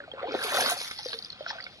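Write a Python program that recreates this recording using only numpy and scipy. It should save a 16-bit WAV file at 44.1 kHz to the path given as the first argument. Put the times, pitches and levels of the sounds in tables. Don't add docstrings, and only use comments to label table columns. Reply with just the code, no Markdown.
import sys
import numpy as np
from scipy import signal
from scipy.fft import rfft, irfft, next_fast_len
from scipy.io import wavfile
from scipy.ndimage import uniform_filter1d

SR = 44100
rng = np.random.default_rng(int(sys.argv[2]) if len(sys.argv) > 2 else 0)


def persist_wave(psi):
    counts = np.round(np.clip(psi, -1, 1) * 32767).astype(np.int16)
    wavfile.write(sys.argv[1], SR, np.atleast_2d(counts).T)


N = 79380
T = np.arange(N) / SR


def from_db(db):
    return 10 ** (np.asarray(db) / 20)


def rms_one(x):
    return x / np.sqrt(np.mean(x ** 2) + 1e-20)


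def level(rows):
    return from_db(np.interp(T, *np.transpose(rows)))


def at_hz(tone, hz):
    table_hz, db = np.transpose(tone)
    return from_db(np.interp(np.log(hz + 1e-3), np.log(table_hz), db))


def butter(x, hz, kind, order=2):
    return signal.sosfilt(signal.butter(order, hz, kind, fs=SR, output="sos"), x)


def with_tone(x, tone):
    return rms_one(irfft(rfft(x) * at_hz(tone, np.fft.rfftfreq(N, 1 / SR)), N))


def from_right(x, lag_s=0.00016, spread_s=0.000012):
    lag = lag_s + spread_s * rng.standard_normal()
    size = next_fast_len(len(x) + 64)
    delay = np.exp(-2j * np.pi * np.fft.rfftfreq(size, 1 / SR) * lag)
    left = irfft(rfft(x, size) * delay, size)
    return np.array([left[:len(x)], x])


def add(out, start_s, sound):
    i = int(np.clip(start_s * SR, 0, N - 1))
    out[:, i:i + sound.shape[1]] += sound[:, :N - i]


def clicks(per_s, spread_db):
    sizes = from_db(spread_db * np.minimum(rng.exponential(1, N), 4))
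    return sizes * rng.choice([-1, 1], N) * (rng.random(N) < per_s / SR)


def tick(noise, peak_s=0.001):
    t = T[:SR // 6] / peak_s
    shape = t * np.exp(1 - t)
    burst = np.roll(noise, rng.integers(N))[:len(t)] * shape
    return rms_one(burst) * np.sqrt(np.mean(shape ** 2))


def bubble(hz, ring_s, glide, attack_s):
    t = T[:SR // 6]
    pitch = hz * 2 ** (glide * np.minimum(t, ring_s / 2))
    swell = (1 - np.exp(-t / attack_s)) ** 2
    fade = np.exp(-np.log(1000) * t / ring_s)
    return np.cos(2 * np.pi * np.cumsum(pitch) / SR) * swell * fade


def bubble_cloud(levels, tone, per_s, cycles, spread_db, pitch_count, even_s=0.046):
    pitches = np.geomspace(tone[0][0], min(tone[-1][0], .45 * SR), pitch_count)
    shares = rms_one(at_hz(tone, pitches) * np.sqrt(pitches)) / np.sqrt(pitch_count)
    out = np.zeros((2, N))
    for hz, share in zip(pitches, shares):
        decay, angle = from_db(-60 * hz / (cycles * SR)), 2 * np.pi * hz / SR
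        births = rms_one(clicks(per_s / pitch_count, spread_db))
        ring = signal.lfilter([1, 0, -1], [1, -2 * decay * np.cos(angle), decay ** 2], births + 1e-18)
        out += share * np.sqrt((1 - decay ** 2) / 2) * from_right(ring)
    power = uniform_filter1d(np.mean(out ** 2, axis=0), int(even_s * SR))
    return level(levels) * out / np.sqrt(np.maximum(power, 1e-3))


# (frequency [Hz], relative level [dB])
RIVER_TONE = [(25, -6), (60, 5.5), (120, 9.5), (220, 7.5), (350, 1), (550, -1.5), (1000, -34),
              (1500, -13.5), (2300, -1), (4300, -0.5), (6000, -19), (9000, -22), (15000, -49)]


def river():
    both_ears = from_right(with_tone(rng.standard_normal(N), RIVER_TONE))
    each_ear = with_tone(rng.standard_normal((2, N)), RIVER_TONE)
    return from_db(-58.5) * (both_ears + 0.5 * each_ear)


# (frequency [Hz], relative level [dB])
IMPACT_TONE = [(300, 2), (900, 4.5), (2000, 13.5), (2700, 1.5), (4000, 12), (5200, -14), (6600, -22),
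               (8500, -52), (10500, -43), (13000, -55)]
# (time [s], pitch [Hz], relative level [dB], ring time [s], glide [octaves/s])
AIR_POCKETS = [(.002, 581, -39, 0.14, -1.5), (.003, 1625, -29, 0.024, 9), (.038, 1490, -37.5, 0.04, -6),
               (.078, 700, -36.5, 0.055, -15.5), (.136, 507, -27, 0.026, 7), (.155, 500, -35.5, 0.028, -8),
               (.181, 940, -30, 0.018, 14), (.19, 1080, -35.5, 0.041, 3), (.204, 1150, -24, 0.012, 4),
               (.2305, 527, -22, 0.031, 16), (.24, 676, -27.5, 0.085, 8.5), (.252, 419.7, -32.5, 0.2, 10.5),
               (.278, 998, -31, 0.049, 1), (.283, 481, -28.5, 0.089, 8), (.285, 335, -30, 0.073, -10.5),
               (.31, 1410, -27, 0.019, 6), (.318, 436, -30, 0.08, 7.5), (.341, 548, -17.5, 0.037, -16),
               (.348, 728, -11, 0.013, -5), (.3495, 378, -12.5, 0.017, 2), (.358, 1540, -31, 0.025, -10),
               (.368, 534, -39, 0.24, -2), (.389, 1756, -28.5, 0.071, -16),
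               (.416, 1530, -23.5, 0.045, 17.5), (.445, 464, -28, 0.08, -8), (.518, 610, -35, 0.14, -3),
               (.526, 1016, -25, 0.042, 8), (.546, 594, -21, 0.061, -2.5), (.57, 1493, -9.5, 0.01, -4),
               (.578, 508, -23.5, 0.07, 6), (.584, 685, -19, 0.044, 28), (.598, 923, -17, 0.017, 7),
               (.616, 603, -16, 0.016, 2), (.66, 1110, -9.5, 0.0087, -5), (.662, 235, -37.5, 0.099, 13),
               (.687, 1487, -24, 0.035, 4), (.717, 700, -21.5, 0.06, 1.5), (.765, 790, -29.5, 0.028, -8),
               (.81, 503, -33, 0.02, -8), (.991, 857, -35, 0.057, -4.5), (1.0585, 494, -27, 0.07, 1.5),
               (1.139, 454, -37, 0.16, 0.5), (1.407, 581, -27.5, 0.065, 4),
               (1.463, 1503, -21, 0.025, -21.5), (1.463, 660, -36.5, 0.054, 5),
               (1.5035, 1615, -18, 0.014, 31), (1.508, 905, -21, 0.017, -5), (1.53, 797, -34, 0.044, 3),
               (1.554, 668, -38.5, 0.1, -0.5), (1.584, 1547, -31, 0.033, 1.5),
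               (1.602, 1990, -21.5, 0.0099, -7), (1.665, 1520, -30, 0.025, -11),
               (1.665, 2250, -29, 0.017, -4)]


def plops(noise):
    out = np.zeros((2, N))
    wet_noise = with_tone(noise, IMPACT_TONE)
    for start_s, hz, db, ring_s, glide in AIR_POCKETS:
        plop = bubble(hz, ring_s, glide, attack_s=0.00046) + from_db(-21.5) * tick(wet_noise)
        plop = butter(plop, hz * 0.56, "high", order=3)
        add(out, start_s, from_db(db) * from_right(plop))
    return out


# (time [s], relative level [dB])
WAKE_LEVELS = [(0, -57.5), (.12, -54.5), (.21, -43.5), (.33, -41), (.49, -47), (.56, -33.5), (.61, -32.5),
               (.69, -40.5), (.77, -47.5), (.88, -77), (1.1, -52), (1.3, -65), (1.55, -56.5), (1.8, -61)]
# (frequency [Hz], relative level [dB])
GURGLE_TONE = [(200, -18.5), (280, -5), (400, -8.5), (540, 8), (680, -3), (850, -0.5)]


def gurgle():
    cloud = bubble_cloud(WAKE_LEVELS, GURGLE_TONE, per_s=220, cycles=52.5, spread_db=3, pitch_count=26)
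    return from_db(-1) * butter(cloud, [190, 1200], "band")


def surge():
    rumble = rms_one(butter(rng.standard_normal(N), [65, 260], "band"))
    return from_db(-21) * from_right(level(WAKE_LEVELS) * rumble)


# (time [s], relative level [dB])
CHURN_LEVELS = [(0, -53.5), (.11, -58.5), (.17, -50.5), (.195, -38.5), (.225, -44.5), (.27, -49.5),
                (.33, -39.5), (.39, -42), (.44, -35.5), (.5, -34), (.58, -30.5), (.7, -31), (.76, -43),
                (.87, -48.5), (.96, -57), (1.2, -59.5), (1.44, -54), (1.53, -45.5), (1.8, -65.5)]
# (frequency [Hz], relative level [dB])
CHURN_TONE = [(350, -17), (600, -4.5), (800, 0), (1050, 0.5), (1450, 5), (2000, -3.5), (2600, -1.5)]


def churn():
    cloud = bubble_cloud(CHURN_LEVELS, CHURN_TONE, per_s=2600, cycles=21.5, spread_db=3, pitch_count=44)
    return from_db(-1) * butter(cloud, [300, 3200], "band")


# (frequency [Hz], relative level [dB])
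DROP_TONE = [(1000, -9), (2800, -22), (3700, 14), (4500, -14), (5200, -5), (6000, -18), (8500, -27),
             (10500, -10), (13000, -51)]
# (time [s], pitch [Hz], relative level [dB], ring time [s], glide [octaves/s])
FALLING_DROPS = [(.115, 3206, -34, 0.024, 3), (0.321, 5100, -33, 0.0053, 0), (.428, 4900, -26, .003, 0),
                 (0.4357, 4480, -24.5, 0.005, 70), (.439, 7530, -28, 0.0024, -7),
                 (.441, 2480, -20.5, 0.014, -32), (.544, 4370, -18, 0.01, 17), (.607, 5680, -18, .014, -5),
                 (.625, 4050, -26, .009, 2), (.661, 4600, -17.5, 0.0031, 0), (.698, 6550, -17.5, 0.0014, 0),
                 (.777, 5190, -26, 0.0038, 0), (.7885, 4510, -27, 0.0071, 18), (.802, 4300, -27, .004, 0),
                 (.8838, 5040, -28, .004, 30), (.911, 2145, -26, 0.014, 0), (.9132, 5320, -27, 0.003, 0),
                 (.9778, 5110, -36, .004, 0), (.9862, 4090, -27, .005, 50), (.99, 4960, -28, .005, 0),
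                 (1.031, 4670, -28.5, .006, 0), (1.05, 5440, -32.5, .008, 3), (1.065, 4620, -28, .011, 23),
                 (1.0864, 4120, -26, 0.0051, 70), (1.093, 4050, -26, 0.0048, 40),
                 (1.11, 3240, -33, .006, 0), (1.118, 3820, -30, 0.01, 78), (1.1315, 4600, -27, .006, 42),
                 (1.14, 4230, -25.5, 0.0047, 0), (1.147, 3570, -39.5, .06, 3.5),
                 (1.1887, 4330, -22.5, 0.0043, 60), (1.2245, 4260, -29, 0.013, 45),
                 (1.2467, 4770, -28, 0.011, 32), (1.2575, 4700, -37, .009, 32),
                 (1.259, 3620, -32.5, .016, -2), (1.302, 4400, -27.5, 0.0076, -27),
                 (1.321, 4870, -37.5, 0.014, 10), (1.328, 4030, -32, 0.013, 25),
                 (1.427, 3220, -35.5, 0.0059, 0), (1.607, 4640, -34.5, 0.019, 8),
                 (1.625, 4480, -34.5, 0.009, 25), (1.6405, 4600, -29, 0.011, 25)]


def drops(noise):
    out = np.zeros((2, N))
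    bright_noise = with_tone(noise, DROP_TONE)
    for start_s, hz, db, ring_s, glide in FALLING_DROPS:
        chirp = bubble(hz, ring_s, glide, attack_s=0.00028)
        drop = from_db(-0.5) * chirp / np.abs(chirp).max() + from_db(-19.5) * tick(bright_noise)
        add(out, start_s, from_db(db) * from_right(drop))
    return out


# (time [s], level [dB], length [s])
SPLASHES = [(0.223, -45.5, 0.011), (0.812, -31.5, 0.0048), (0.909, -32.5, 0.0082), (1.127, -32, 0.013)]


def splashes(attack_s=0.0027):
    gain = np.zeros(N)
    for start_s, db, length_s in SPLASHES:
        swell = np.clip((T - start_s) / attack_s, 0, 1)
        fade = np.exp(-np.maximum(T - start_s - length_s / 2, 0) / (length_s / 2))
        gain += from_db(db) * swell * fade
    return from_right(gain * with_tone(clicks(per_s=7300, spread_db=2.1), IMPACT_TONE))


# (time [s], level [dB])
SPRAY_LEVELS = [(0, -73), (.17, -63), (.28, -45.5), (.4, -42.5), (.44, -39), (.5, -39), (.57, -33.5),
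                (.71, -32), (.76, -43), (.85, -44), (.95, -55.5), (1.13, -54), (1.17, -56.5), (1.33, -55),
                (1.53, -50), (1.8, -58)]
# (frequency [Hz], relative level [dB])
SPRAY_TONE = [(2200, -1), (2800, -6), (3300, 5.5), (4200, 0), (5000, 0), (5600, -21), (6600, -41)]


def spray(break_s=0.31, break_width_s=0.022, muffle_hz=4000):
    cloud = bubble_cloud(SPRAY_LEVELS, SPRAY_TONE, per_s=12000, cycles=18.6, spread_db=2, pitch_count=48)
    muffled = signal.sosfiltfilt(signal.butter(4, muffle_hz, fs=SR, output="sos"), cloud)
    opened = .5 + .5 * np.tanh((T - break_s) / (2 * break_width_s))
    return butter(opened * cloud + (1 - opened) * muffled, 5750, "low", order=8)


# (time [s], relative level [dB])
MIST_LEVELS = [(0, -123), (.29, -90), (.34, -66.5), (.4, -55.5), (.44, -42), (.5, -45), (.6, -37),
               (.67, -42), (.71, -36), (.76, -48.5), (.84, -47.5), (.95, -58.5), (1.04, -77), (1.09, -58.5),
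               (1.18, -64.5), (1.32, -86), (1.8, -79)]
# (frequency [Hz], relative level [dB])
MIST_TONE = [(6000, 2.5), (7000, -10), (8400, -21), (9400, -2), (10400, 1), (11400, -5), (12700, -24),
             (15500, -10)]


def mist(finest_hz=12100):
    cloud = bubble_cloud(MIST_LEVELS, MIST_TONE, per_s=5600, cycles=70, spread_db=2, pitch_count=36)
    force = level(MIST_LEVELS) / level(MIST_LEVELS).max()
    finest = force * butter(cloud, finest_hz, "high", order=8)
    return from_db(1) * (butter(cloud, finest_hz, "low", order=8) + finest)


# (time [s], level [dB])
TRICKLE_LEVELS = [(.76, -58), (.82, -38), (.9, -44), (.945, -50.5), (.99, -43), (1.02, -49.5), (1.09, -40),
                  (1.14, -48), (1.18, -55), (1.25, -52.5), (1.34, -74), (1.45, -72)]
# (frequency [Hz], relative level [dB])
TRICKLE_TONE = [(300, -38), (2000, -4.5), (2700, -10), (3500, -1), (5200, -1.5), (6100, -11), (7000, -39),
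                (8500, -46), (10500, -10), (13000, -53)]


def trickle():
    streams = sum(from_right(with_tone(clicks(per_s=1550, spread_db=5), TRICKLE_TONE)) for _ in range(2))
    arm_is_out = T > TRICKLE_LEVELS[0][0]
    return arm_is_out * level(TRICKLE_LEVELS) * rms_one(streams)


# (frequency [Hz], relative level [dB])
SKIM_TONE = [(150, -31), (1500, -5), (2900, -3.5), (4400, 1), (5700, -2.5), (6400, -29), (9000, -47)]


def hand_skim(peak_s=1.497, width_s=0.013):
    swell = np.exp(-.5 * ((T - peak_s) / width_s) ** 2)
    fizz = with_tone(clicks(per_s=7000, spread_db=7), SKIM_TONE)
    return from_right(from_db(-37.5) * swell * fizz)


def reflections(x, fade_s):
    tail = rng.standard_normal((2, SR // 3)) * np.exp(-np.log(1000) * T[:SR // 3] / fade_s)
    tail /= np.sqrt(np.sum(tail ** 2, axis=1, keepdims=True))
    return signal.fftconvolve(x, tail, axes=1)[:, :N]


def ripple_echoes(x, paths=6, ripple_hz=5):
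    treble = butter(x, 2460, "high")
    rates_hz = ripple_hz * rng.uniform(0.5025, 2, (paths, 1))
    wobbles = np.cos(2 * np.pi * (rates_hz * T + rng.random((paths, 1))))
    return sum(reflections(treble * wobble, fade_s=0.016) for wobble in wobbles) * np.sqrt(2 / paths)


def scene():
    swish = gurgle() + churn() + spray() + mist() + surge()
    wash = swish + splashes() + trickle() + hand_skim()
    plop_noise, drop_noise = rng.standard_normal((2, N))
    drips = plops(plop_noise) + drops(drop_noise)
    water = wash + drips
    ripples = ripple_echoes(wash + from_db(-0.5) * drips)
    banks = reflections(water, fade_s=0.13)
    return river() + water + from_db(-1.5) * ripples + from_db(-9.5) * banks


def record(dry):
    return signal.sosfilt(signal.ellip(10, .2, 80, 15800, fs=SR, output="sos"), dry)


dry = scene()
out = record(dry)
persist_wave(out)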